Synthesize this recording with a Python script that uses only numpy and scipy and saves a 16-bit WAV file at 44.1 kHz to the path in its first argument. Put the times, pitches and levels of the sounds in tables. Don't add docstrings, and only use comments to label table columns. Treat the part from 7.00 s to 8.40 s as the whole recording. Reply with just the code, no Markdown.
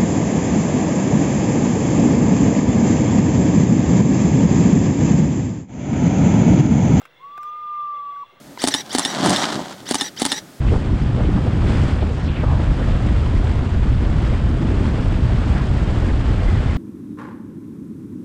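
import sys
import numpy as np
from scipy import signal
from scipy.fft import rfft, irfft
from scipy.io import wavfile
from scipy.ndimage import uniform_filter1d

SR = 44100
rng = np.random.default_rng(int(sys.argv[2]) if len(sys.argv) > 2 else 0)


def generate_wav(sig):
    pcm = np.round(np.clip(np.atleast_2d(sig).T, -1, 1) * 32767).astype(np.int16)
    wavfile.write(sys.argv[1], SR, pcm)


def elevation(decibels):
    levels = np.asarray(decibels, float)
    return 10 ** (levels / 20)


N = 61739

# [f/Hz, density/dB]
HISS_COLOUR = [(20, -34.5), (45, -23.5), (100, -11.5), (280, -12.5), (1200, -10), (3700, -25.5),
               (4400, -29.5), (9000, -40.5), (15500, -45)]
HISS_DB = -58
# [f/Hz, width/Hz, level/dB]
AIR_HUMPS = [(127, 59, -71.5), (155, 25, -73), (490.8, 100, -66), (4017, 260, -75.5), (2013, 190, -67),
             (2777, 110, -68), (3357, 500, -65.5), (5580, 450, -88.5)]

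# [f/Hz, first chirp t/s, period/s, chirp length/s]
CRICKET_SONGS = [
    (2122, -.04, .1925, .095),
    (3455, .002, .1562, .028),
    (3445, .043, .1562, .026),
    (3590, .125, .152, .028),
    (2700, .095, .0335, .022),
    (5700, .09, .03, .018),
    (10850, .1, .13, .08),
]
CRICKET_LEVELS = [-62, -60.5, -61.5, -70.5, -65.5, -82.5, -95]
CRICKET_ROUGH, CRICKET_VARY_DB = .5, 1.8

# [t/s, body level/dB, body f/Hz, bright level/dB, t60/s]
HAND_TICKS = [(.0005, -50, 1350, -72, .05), (.0065, -53, 1250, -76, .03), (.011, -48, 1300, -76, .03),
              (.0162, -46, 1200, -56, .012), (.0169, -37, 720, -64, .015), (.0193, -45, 800, -74, .015),
              (.0218, -50, 700, -76, .02), (.027, -52, 1500, -61, .025), (.0531, -34, 1300, -54, .012),
              (.0566, -43, 1550, -64, .02), (.0595, -49, 1400, -72, .025), (.3725, -58, 2500, -67, .015),
              (.3775, -38, 1500, -56, .022), (.3783, -39, 720, -70, .016), (.3805, -51, 230, -67, .03),
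              (.384, -48, 600, -70, .016), (.4308, -45, 1450, -52, .022), (.4375, -56, 1450, -59, .02),
              (.443, -58, 1400, -67, .02), (1.29, -70, 2000, -78, .05)]
# [f/Hz, width/Hz, level/dB]
SHELL_MODES = [(1500, 600, -2), (2400, 1000, -2), (3300, 1400, -1), (5000, 1400, -4), (7400, 1000, -4),
               (9300, 1500, -14), (11000, 900, -10), (12800, 1600, -4), (14600, 1200, -14)]
# [t/s, level/dB, f/Hz, length/s]
FINGER_BUMPS = [
    (0.929, -58, 593, 0.0336),
    (.97, -58, 504.5, 0.024),
    (1.093, -63, 703, 0.073),
    (1.155, -54.5, 1507, .02),
    (1.322, -57.5, 383.4, 0.027),
    (.808, -62.5, 11700, 0.0021),
]
# [start t/s, length/s, level/dB]
HAND_RUBS = [
    (-.03, 0.12, -63),
    (0.372, 0.12, -82),
    (0.4, .1, -65.5),
]
RUB_TOP_HZ, LOW_CUT_HZ = 5000, 70
RATTLE = .25
SECOND_MODE, SECOND_SHARE = 1.65, .55

# [t/s, f/Hz]
WHISTLE_PITCH = [(.18, 988), (.196, 962), (.214, 1072), (.24, 1110), (.3, 1150), (.4, 1192), (.55, 1209),
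                 (.72, 1200), (.9, 1177), (1.06, 1151), (1.226, 1140)]
# [t/s, level/dB]
BREATH_EFFORT = [(.175, -78), (.21, -48), (.245, -36.5), (.29, -43.5), (.4, -31.5), (.435, -34),
                 (.46, -29.5), (.51, -31), (.66, -29.5), (.81, -26), (.885, -27.5), (.93, -27),
                 (1.01, -31.5), (1.05, -34), (1.075, -32), (1.13, -36), (1.19, -35)]
DROP_S, DROP_LEN_S, DROP_HZ = 1.229, .01, 175
DROP_SWELL_DB, SHUT_DB_PER_S = 4, 5000
WAVER_DB, WAVER_HZ = .3, 1.2
# [multiple, level at full effort/dB]
WHISTLE_OVERTONES = [(2, -71), (3, -79), (4, -80), (5, -92)]
OVERTONE_FOLLOW = .3
BEAK_HZ, BEAK_WIDTH_HZ, BEAK_DB = 5660, 110, 15

# [delay t/s, level/dB]
TRUNK_ECHOES = [
    (.0079, -12),
    (.0175, -17),
    (.21, -23),
]
NEAR_DB, NEAR_T60_S = -22, .05
FAR_DB, FAR_T60_S = -28, 2.2

# [t/s, f/Hz, level/dB]
STRAP_SQUEAK = [
    (.405, 6350, -84),
    (.411, 6150, -74),
    (.432, 5350, -69),
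    (.45, 5980, -72),
    (.48, 6110, -74),
    (.503, 6090, -74),
    (.509, 5700, -88),
]
SQUEAK_OCTAVE_DB = -5

WHINE_HZ, WHINE_DB = 15685, -79
OFFSET = .0006


def evened(x):
    return x / np.sqrt(np.mean(x ** 2) + 1e-20)


def resonate(x, hz, width):
    turn = np.exp(2j * np.pi * hz * np.arange(len(x)) / SR)
    r = np.exp(-np.pi * width / SR)
    return 2 * (turn * signal.lfilter([1 - r], [1, -r], x / turn)).real


def narrow_noise(hz, width):
    once = resonate(rng.standard_normal(N), hz, width)
    return evened(resonate(once, hz, width))


def wander(rate_hz):
    f = np.geomspace(rate_hz / 10, rate_hz, 20)[:, None]
    waves = np.sin(2 * np.pi * (f * np.arange(N) / SR + rng.random(f.shape)))
    return evened((waves / np.sqrt(f)).sum(0))


def night():
    frames = N // 128 + 5
    real, imag, patches = rng.standard_normal((frames, 257, 3)).T
    patches = uniform_filter1d(patches, size=5, axis=0)
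    patches = evened(uniform_filter1d(patches, size=16, axis=1))
    spectrum = (real + 1j * imag) * elevation(1.5 * patches)
    white = evened(signal.istft(spectrum, nperseg=512, noverlap=384)[1][:N])
    f, db = np.transpose(HISS_COLOUR)
    colour = elevation(np.interp(np.log(np.fft.rfftfreq(N, 1 / SR) + 1), np.log(f), db))
    out = elevation(HISS_DB) * evened(irfft(rfft(white) * colour, N))
    for hz, width, db in AIR_HUMPS:
        out = out + elevation(db) * narrow_noise(hz, width)
    return out


def crickets():
    t = np.arange(N) / SR
    out = 0
    for (hz, first, period, length), db in zip(CRICKET_SONGS, CRICKET_LEVELS):
        since_chirp = (t - first + .002 * wander(8)) % period
        u = np.clip(since_chirp / length, 0, 1)
        tone = np.sqrt(2) * np.sin(2 * np.pi * hz * t + wander(25))
        fuzz = narrow_noise(hz, 89)
        shape = np.minimum(2.5 * np.sin(np.pi * u), 1) * (1 - .3 * u)
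        level = elevation(db + CRICKET_VARY_DB * wander(7.2))
        out = out + level * shape * (tone + CRICKET_ROUGH * fuzz)
    return out


def shell(noise):
    return evened(sum(elevation(db) * evened(resonate(resonate(noise, hz, width), hz, width))
                      for hz, width, db in SHELL_MODES))


def tick(body_db, hz, bright_db, t60):
    t = np.arange(4000) / SR
    low, high = rng.standard_normal((2, 4000))
    ring = np.minimum(t / .0005, 1) * elevation(-60 * t / t60)
    body = np.sin(2 * np.pi * hz * t)
    body = body + SECOND_SHARE * np.sin(2 * np.pi * SECOND_MODE * hz * t)
    body = body + .3 * evened(resonate(low, hz, .7 * hz))
    snap_fade = (elevation(-60 * t / .008) + RATTLE * ring) * np.minimum(t / .0003, 1)
    return elevation(body_db + 5) * ring * body + elevation(bright_db + 9) * snap_fade * shell(high)


def bump(db, hz, length):
    t = np.arange(4000) / SR
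    swell = np.sin(np.pi * np.clip(t / length, 0, 1)) ** 2
    return elevation(db + 5.5) * swell * np.sin(2 * np.pi * hz * t)


def rubbing():
    t = np.arange(N) / SR
    stroke = sum(elevation(db) * np.sin(np.pi * np.clip((t - s) / length, 0, 1)) for s, length, db in HAND_RUBS)
    skin = signal.lfilter(*signal.butter(1, RUB_TOP_HZ, fs=SR), shell(rng.standard_normal(N)))
    return stroke * elevation(3 * wander(150)) * evened(skin)


def handling():
    hits = np.zeros(N + 4000)
    for s, *strike in HAND_TICKS:
        hits[round(s * SR):][:4000] += tick(*strike)
    for s, *push in FINGER_BUMPS:
        hits[round(s * SR):][:4000] += bump(*push)
    low_cut = signal.butter(2, 2 * LOW_CUT_HZ, "high", fs=SR)
    return signal.lfilter(*low_cut, hits[:N] + rubbing())


def whistle():
    t = np.arange(N) / SR
    drop = np.clip((t - DROP_S) / DROP_LEN_S, 0, 1)
    hz = uniform_filter1d(np.interp(t, *np.transpose(WHISTLE_PITCH)), size=800)
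    hz = hz - DROP_HZ * drop ** 1.18 + WAVER_HZ * wander(30)
    db = uniform_filter1d(np.interp(t, *np.transpose(BREATH_EFFORT)), size=600)
    db = db + WAVER_DB * wander(40)
    shut_db = DROP_SWELL_DB * drop - SHUT_DB_PER_S * np.maximum(t - DROP_S - .7 * DROP_LEN_S, 0)
    turns = 2 * np.pi * np.cumsum(hz) / SR
    out = elevation(db) * np.sin(turns)
    for k, top_db in WHISTLE_OVERTONES:
        beak = 1 + elevation(BEAK_DB) / (1 + ((k * hz - BEAK_HZ) / BEAK_WIDTH_HZ) ** 2)
        effort_db = OVERTONE_FOLLOW * (db - db.max()) + np.minimum(db + 42, 0) + 1.5 * wander(15)
        out = out + elevation(top_db + effort_db) * beak * np.sin(k * turns)
    started = t > BREATH_EFFORT[0][0]
    return np.sqrt(2) * elevation(shut_db) * started * out


def wood(call):
    t = np.arange(N) / SR
    fade = elevation(-60 * t / np.array([[NEAR_T60_S], [FAR_T60_S]]))
    near, far = rng.standard_normal((2, N)) * fade * (t > .003)
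    tail = elevation(NEAR_DB) * near / np.linalg.norm(near) + elevation(FAR_DB) * far / np.linalg.norm(far)
    for delay, db in TRUNK_ECHOES:
        tail[round(delay * SR)] += elevation(db)
    return signal.fftconvolve(call, tail)[:N]


def squeak():
    t = np.arange(N) / SR
    s, pitch, db = np.transpose(STRAP_SQUEAK)
    glide = np.interp(t, s, pitch)
    hz = uniform_filter1d(glide, size=300) + 25 * wander(200)
    turns = 2 * np.pi * np.cumsum(hz) / SR
    gain = elevation(np.interp(t, s, db, -150, -150) + 3.4 * wander(83))
    rasp = .6 + .7 * evened(uniform_filter1d(rng.standard_normal(N), size=90))
    rasp = rasp * np.clip((glide - 5500) / 500, .2, 1)
    return np.sqrt(2) * gain * (np.sin(turns) + elevation(SQUEAK_OCTAVE_DB) * rasp * np.sin(2 * turns))


def scene():
    bird = whistle()
    return (night() + crickets() + handling() + bird + wood(bird) + squeak())[None]


def electronics():
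    return np.sqrt(2) * elevation(WHINE_DB) * np.sin(2 * np.pi * WHINE_HZ * np.arange(N) / SR) + OFFSET


def band_limit(x):
    return signal.sosfilt(signal.butter(12, 16320, fs=SR, output="sos"), x)


def record(dry):
    return band_limit(dry + electronics())


dry = scene()
out = record(dry)
generate_wav(out)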